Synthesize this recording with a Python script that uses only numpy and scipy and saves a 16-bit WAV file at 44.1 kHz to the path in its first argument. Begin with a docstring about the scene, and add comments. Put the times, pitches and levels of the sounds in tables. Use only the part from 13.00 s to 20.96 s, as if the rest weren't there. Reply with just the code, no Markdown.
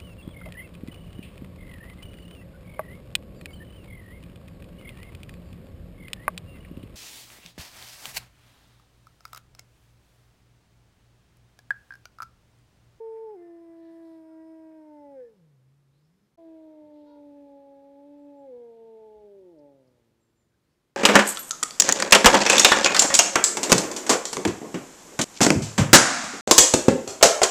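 """Two wolves in a snowy wood

Two distant wolves howl one after the other. Each howl is a clean stack of partials that slides down
through the throat's resonances and sinks to a low moan; the first carries a thin nasal whistle.
Small birds, a far caw and soft rustles lie in the quiet air, and the trees give a faint echo."""
import sys
import numpy as np
from scipy import signal
from scipy.fft import rfft, irfft
from scipy.io import wavfile
from scipy.ndimage import uniform_filter1d

SR = 44100
rng = np.random.default_rng(int(sys.argv[2]) if len(sys.argv) > 2 else 0)


def persist_wave(psi):
    """Save psi, clipped to +-1, as 16-bit WAV."""
    counts = np.round(np.clip(psi, -1, 1) * 32767).astype(np.int16)
    wavfile.write(sys.argv[1], SR, np.atleast_2d(counts).T)


N = 351036
TIME = np.arange(N) / SR
HELD_HZ = 300  # reference pitch, near both wolves' held notes

# the first howl's pitch and effort: t/s, f/Hz, level/dB
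FIRST_HOWL = [(0.0, 450.5, -36.9), (0.13, 446.0, -38.8), (0.24, 447.3, -38.4), (0.335, 418.8, -40.3),
              (0.375, 349.0, -38.4), (0.52, 338.4, -37.9), (0.8, 330.3, -37.3), (1.02, 330.1, -35.8),
              (1.26, 320.0, -37.6), (1.52, 322.3, -36.1), (1.75, 316.9, -37.4), (1.95, 298.0, -37.4),
              (2.13, 278.6, -40.7), (2.25, 239.2, -56.0), (2.33, 214.8, -65.1), (2.42, 164.1, -64.9),
              (2.6, 126.8, -76.3), (2.79, 142.3, -75.2), (2.9, 134.9, -76.2), (3.08, 156.1, -72.9),
              (3.17, 192.5, -70.9), (3.27, 208.2, -69.5)]
# the second howl's pitch, effort and brightness: t/s, f/Hz, level/dB, tilt/(dB per octave)
SECOND_HOWL = [(3.373, 335.6, -53, 13.5), (3.46, 327, -42.5, -1.8), (3.72, 310.4, -46, -4),
               (3.87, 300.2, -48.5, -4), (4.28, 288.3, -46, -9), (4.44, 284.5, -43.5, -11.5),
               (4.5, 280.1, -49.5, -4), (4.76, 277.6, -51, -2.9), (4.95, 279.6, -50, -4.5),
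               (5.11, 289, -44.5, -11.5), (5.28, 287.6, -44, -11), (5.45, 277, -49.5, 0.3),
               (5.535, 245.4, -52.5, 3.5), (5.731, 229.2, -56, 1.1), (5.88, 225.4, -54.5, 0.3),
               (6.19, 211.3, -59, 0.6), (6.26, 206.8, -54, -3), (6.379, 195.2, -59.5, -0.6),
               (6.52, 170.1, -54.5, -4.5), (6.59, 147.5, -52, -2), (6.68, 142.7, -50.5, -3),
               (6.88, 127.2, -52.5, -9), (7.08, 113.5, -50, -14), (7.6, 113.6, -56, -18)]
# colour of each throat and muzzle: f/Hz, level/dB
FIRST_THROAT = [(130, 14), (200, -3), (240, -14.5), (300, -13), (430, -1), (510, 1), (590, -16.5),
                (700, -21.5), (860, -10), (1000, -31), (1150, -61), (1400, -57.5), (1700, -65)]
SECOND_THROAT = [(110, -25), (210, -10), (300, -4), (430, -9), (510, 0), (605, 1), (690, -10), (770, -30),
                 (850, -1), (970, -25.5), (1080, -59), (1400, -75.5)]
# mid-register swell of partial two: base level/dB, added lift/dB, centre pitch f/Hz, width/octaves
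FIRST_REGISTER = (1.6, 12, 242.5, 0.19)
SECOND_REGISTER = (-7, 23.5, 200.5, 0.4632)
# upper resonances of each muzzle: f/Hz, width/Hz, level/dB
FIRST_MUZZLE = [(1547, 166, -1), (2023, 340, -3), (2530, 58, -14)]
SECOND_MUZZLE = [(1640, 150, -1.5), (2130, 120, -1.5), (2584, 58, -4.5)]
# reedy edge of each voice: send level/dB, reediest pitch f/Hz, width/octaves
FIRST_REED = (-30, 318, 0.42)
SECOND_REED = (-37.5, 295, 0.44)
# resonances of the first wolf's nose: f/Hz, width/Hz, level/dB
NOSE = [(5180, 160, 2.5), (8640, 150, -1), (9700, 140, -5)]
# colour of the breath rushing through each muzzle: f/Hz, level/dB
FIRST_BREATH = [(90, -24.5), (170, -10), (400, 0), (750, -2.5), (1200, -6), (1900, -10.5), (2800, -18),
                (5000, -26.5), (12000, -29.5)]
SECOND_BREATH = [(150, -19.5), (400, 2), (500, 5), (700, -12.5), (850, 1.5), (1050, -20), (1300, -16),
                 (2400, -16), (2850, -23), (3500, -17), (6500, -35)]
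# bird notes: t/s, length/s, start f/Hz, middle f/Hz, end f/Hz, level/dB
BIRD_NOTES = [(2.896, 0.2, 3400, 4570, 5940, -90.5), (5.16, 0.09, 7130, 7720, 7200, -95),
              (5.36, .05, 7000, 7410, 7700, -92), (7.194, 0.082, 7565, 7400, 7270, -88),
              (7.347, 0.09, 6920, 7280, 6700, -86), (7.61, 0.13, 3750, 4400, 4750, -96),
              (7.69, 0.058, 5100, 5260, 5550, -95)]
# pitch and effort of the caw: t/s, f/Hz, level/dB
CAW = [(4.05, 463, -83), (4.085, 473.6, -69.5), (4.13, 475, -76.5), (4.17, 466, -85)]
# colour of the caw: f/Hz, level/dB
CAW_COLOUR = [(470, 2), (940, 4.5), (1420, -7.5), (2300, -31), (3900, -10), (4700, -16), (6000, -29)]
# rustles, ticks, bumps and faint narrow tones: t/s, length/s, centre f/Hz, width/octaves, level/dB
# apart from these, the row at 2.178 s is a brief ringing overtone of the first wolf as its howl falls
SWELLS = [(0.132, 0.071, 2300, 0.22, -78), (0.377, 0.25, 1780, 0.0074, -73), (.7, 0.41, 1760, 0.06, -77),
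          (0.726, 0.31, 3600, 0.41, -79.5), (0.803, 0.52, 9500, 0.46, -84.5),
          (0.978, 0.25, 3970, 0.31, -79.5), (1.258, 0.16, 1380, 0.048, -75.5),
          (1.696, .06, 1990, 0.37, -81), (2.178, 0.12, 1750, .05, -72), (3.8, 0.11, 130, 0.54, -70.5),
          (3.883, 0.25, 3650, .35, -80), (5.502, 0.92, 3040, .35, -86.5), (6.099, .2, 62, 0.3, -73),
          (6.584, .016, 4770, .2, -74), (6.872, 0.014, 4750, 0.13, -78), (7.5, 0.064, 1542, .07, -81)]
# colour of the wood's still air: f/Hz, level/dB
AIR_COLOUR = [(15, -47), (25, -12.5), (62, -3.5), (100, -5.7), (152, -2.5), (209, -6.5), (331, -7),
              (782, -19), (1020, -18.5), (2840, -25), (4150, -26.5), (7490, -30.5), (12200, -33.5),
              (15500, -38)]


def first_wolf():
    """A high note breaks down to a long held one, then dulls to a moan as the air runs out."""
    gate, hz, effort_db = curves(FIRST_HOWL)
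    end_s = FIRST_HOWL[-1][0]
    tilt_db = -3 + 2.5 * np.log2(hz / HELD_HZ) - 9 * spent(end_s)
    tone, cycles = voice(hz, effort_db, tilt_db, FIRST_THROAT, FIRST_REGISTER, jitter=0.0015)
    ring = muzzle_ring(tone, cycles, hz, FIRST_REED, FIRST_MUZZLE)
    whistle = nose_whistle(cycles, hz, end_s)
    puffs = breath(cycles, hz, end_s, FIRST_BREATH, held_db=-75.5, db_per_octave=9)
    return gate * (tone + ring + whistle + puffs)


def second_wolf(attack_s=0.015):
    """A held note steps down twice and dies away as a low groan."""
    gate, hz, effort_db, tilt_db = curves(SECOND_HOWL)
    start_s, end_s = SECOND_HOWL[0][0], SECOND_HOWL[-1][0]
    attack = np.clip((TIME - start_s) / attack_s, 0, 1)
    tone, cycles = voice(hz, effort_db, tilt_db, SECOND_THROAT, SECOND_REGISTER, jitter=0.002)
    ring = muzzle_ring(tone, cycles, hz, SECOND_REED, SECOND_MUZZLE)
    puffs = breath(cycles, hz, end_s, SECOND_BREATH, held_db=-71.5, db_per_octave=5)
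    return gate * attack * (tone + ring + puffs)


def voice(hz, effort_db, tilt_db, throat, register, jitter, shimmer=0.022):
    """Vocal folds that grow unsteady as the pitch sinks; gives the tone and its phase in cycles."""
    slack = HELD_HZ / hz
    cycles = np.cumsum(hz * (1 + jitter * slack * wander(31))) / SR
    base_db, lift_db, middle_hz, octaves = register
    second_db = base_db + lift_db * bell(hz, middle_hz, octaves)
    stack = partials(cycles, hz, throat, tilt_db, second_db, roll_db=-2.5, count=8)
    return from_db(effort_db) * stack * (1 + shimmer * slack * wander(22)), cycles


def partials(cycles, hz, throat, tilt_db=0, second_db=0, roll_db=0, waver_db=0.47, count=12):
    """Harmonics slide through the throat's colour, each wavering on its own."""
    out = np.zeros(N)
    for k in range(1, count + 1):
        db = tilt_db * np.log2(k) + second_db * (k == 2) + roll_db * max(k - 4, 0)
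        gain = colour_at(throat, k * hz) * from_db(db + waver_db * wander(7.3))
        out += gain * sine(k * cycles)
    return out


def muzzle_ring(tone, cycles, hz, reed, muzzle, flutter_db=2.0):
    """High partials ride the voice's loudness and light up as they cross the muzzle's resonances."""
    send_db, middle_hz, octaves = reed
    loudness = np.sqrt(abs(uniform_filter1d(tone ** 2, size=1500)))
    out = np.zeros(N)
    for k in range(4, 11):
        gain = sum(from_db(db) / (1 + (2 * (k * hz - centre) / width) ** 2)
                   for centre, width, db in muzzle)
        out += gain * from_db(flutter_db * wander(14)) * sine(k * cycles)
    return from_db(send_db) * loudness * bell(hz, middle_hz, octaves) * out


def nose_whistle(cycles, hz, end_s, held_db=-89, db_per_octave=6.5, airy=0.97, waver_db=1.9):
    """Fold pulses and air sing in narrow resonances of the nose, more strongly at high pitch."""
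    pulses = unit(sum(np.cos(2 * np.pi * k * cycles) for k in range(10, 36)))
    drive = pulses + airy * rng.standard_normal(N)
    sung = np.zeros(N)
    for centre, width, peak_db in NOSE:
        peak = signal.iirpeak(centre, centre / (2 * width), SR)
        sung += from_db(peak_db) * signal.lfilter(*peak, signal.lfilter(*peak, drive))
    db = held_db + db_per_octave * np.log2(hz / HELD_HZ) + waver_db * wander(7.1)
    return from_db(db) * sung / sung[TIME < end_s].std()


def breath(cycles, hz, end_s, colour, held_db, db_per_octave, run_out_db=-24):
    """Air puffed once a cycle: stronger at high pitch, running out as the howl ends."""
    db = held_db + db_per_octave * np.log2(hz / HELD_HZ) + run_out_db * spent(end_s)
    return from_db(db) * noise(colour) * (1 + 0.5 * np.cos(2 * np.pi * cycles))


def spent(end_s, run_out_s=0.62):
    """Ramps from 0 to 1 as a wolf's air runs out."""
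    return np.clip(1 - (end_s - TIME) / run_out_s, 0, 1)


def birds(flutter=0.43):
    """Small birds: thin sine glides with a fast flutter in level."""
    out = np.zeros(N)
    for s, length, start, middle, end, db in BIRD_NOTES:
        progress = np.linspace(0, 1, int(length * SR))
        hz = np.polyval(np.polyfit([0, 0.5, 1], [start, middle, end], 2), progress)
        envelope = signal.windows.tukey(len(hz), 0.5)
        add(out, s, from_db(db) * envelope * sine(np.cumsum(hz) / SR))
    return out * (1 + flutter * wander(60))


def caw(jitter=0.014):
    """One far caw: a harmonic stack made hoarse by fast pitch jitter."""
    gate, hz, db = curves(CAW)
    cycles = np.cumsum(hz * (1 + jitter * wander(120))) / SR
    return gate * from_db(db) * partials(cycles, hz, CAW_COLOUR)


def rustles_and_overtone(grain_db=3.7):
    """Swells of band-passed grainy noise: rustles and ticks, plus a brief overtone of the first wolf."""
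    out = np.zeros(N)
    for s, length, centre, octaves, db in SWELLS:
        n = int(length * SR)
        grains = rng.standard_normal(n) * from_db(grain_db * np.minimum(rng.exponential(1, n), 2))
        hz = np.fft.rfftfreq(n, 1 / SR)
        band = np.exp(-0.5 * (np.log2((hz + 1) / centre) / octaves) ** 2)
        swell = np.sin(np.pi * np.arange(n) / n)
        add(out, s, from_db(db) * swell * unit(irfft(rfft(grains) * band, n)))
    return out


def tree_echo(send, t60_s, predelay_s, lowpass_hz, echoes_per_s=1500):
    """Sparse, dull echoes scattered by trunks and snowy branches."""
    t = np.arange(SR) / SR
    taps = rng.standard_normal(SR) * (rng.random(SR) < echoes_per_s / SR)
    taps *= (t > predelay_s) * from_db(-60 * t / t60_s)
    taps /= np.linalg.norm(taps)
    return signal.lfilter(*signal.butter(1, lowpass_hz, fs=SR), signal.fftconvolve(send, taps)[:N])


def still_air(level_db=-73, swell_db=0.5):
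    """The bed: low murmur and faint hiss of the open air."""
    return from_db(level_db + swell_db * wander(2.1)) * noise(AIR_COLOUR)


def from_db(db):
    """Decibels to gain."""
    return 10 ** (np.asarray(db) / 20)


def unit(x):
    """Scales to rms 1."""
    return x / np.sqrt(np.mean(x ** 2) + 1e-20)


def sine(cycles):
    """Sine oscillator of rms 1."""
    return np.sqrt(2) * np.sin(2 * np.pi * cycles)


def bell(hz, middle_hz, octaves):
    """1 at the middle pitch, falling away on both sides."""
    return np.exp(-(np.log2(hz / middle_hz) / octaves) ** 2)


def colour_at(colour, hz):
    """Gain of an EQ curve (f/Hz, level/dB) on a log-frequency axis."""
    f, db = np.transpose(colour)
    return from_db(np.interp(np.log(hz + 1), np.log(f + 1), db))


def curves(rows, fade_s=0.008):
    """A soft gate over the table's span, then each column as an automation curve."""
    s, *columns = np.transpose(rows)
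    gate = np.clip(np.minimum(TIME - s[0], s[-1] - TIME) / fade_s, 0, 1)
    return [gate] + [np.interp(TIME, s, column) for column in columns]


def noise(colour):
    """Coloured noise of rms 1."""
    gain = colour_at(colour, np.fft.rfftfreq(N, 1 / SR))
    return unit(irfft(rfft(rng.standard_normal(N)) * gain, N))


def wander(rate_hz):
    """Random modulation of rms 1, moving up to about rate_hz."""
    coarse = TIME[::32]
    hz = np.fft.rfftfreq(len(coarse), coarse[1])
    spectrum = rfft(rng.standard_normal(len(coarse))) / (1 + (hz / rate_hz) ** 4)
    return np.interp(TIME, coarse, unit(irfft(spectrum, len(coarse))))


def add(mix, s, sound):
    """Mixes a sound in at time s."""
    part = mix[max(round(s * SR), 0):][:len(sound)]
    part += sound[:len(part)]


def scene():
    """Mono mix: wolves and birds with their echoes, over rustles and still air."""
    first, second, calls = first_wolf(), second_wolf(), birds() + caw()
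    wolf_send = from_db(-21.5) * first + from_db(-16.5) * second
    wolf_echo = tree_echo(wolf_send, t60_s=0.83, predelay_s=0.015, lowpass_hz=3000)
    bird_echo = tree_echo(from_db(3.5) * calls, t60_s=0.42, predelay_s=0.004, lowpass_hz=8800)
    return (first + second + wolf_echo + calls + bird_echo + rustles_and_overtone() + still_air())[None]


def record(dry):
    """The microphone sheds deep bass; the sound drops out briefly between howls; the top is cut."""
    low_cut_hz, high_cut_hz = 35, 15700
    gap_start_s, gap_end_s = 3.359, 3.374
    thinned = signal.sosfilt(signal.butter(4, low_cut_hz, "highpass", fs=SR, output="sos"), dry)
    gate = uniform_filter1d(1.0 * ((TIME < gap_start_s) | (TIME > gap_end_s)), size=60)
    high_cut = signal.firwin(511, high_cut_hz, window=("kaiser", 9), fs=SR)
    return signal.oaconvolve(thinned * gate, high_cut[None], "same")


dry = scene()
out = record(dry)
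persist_wave(out)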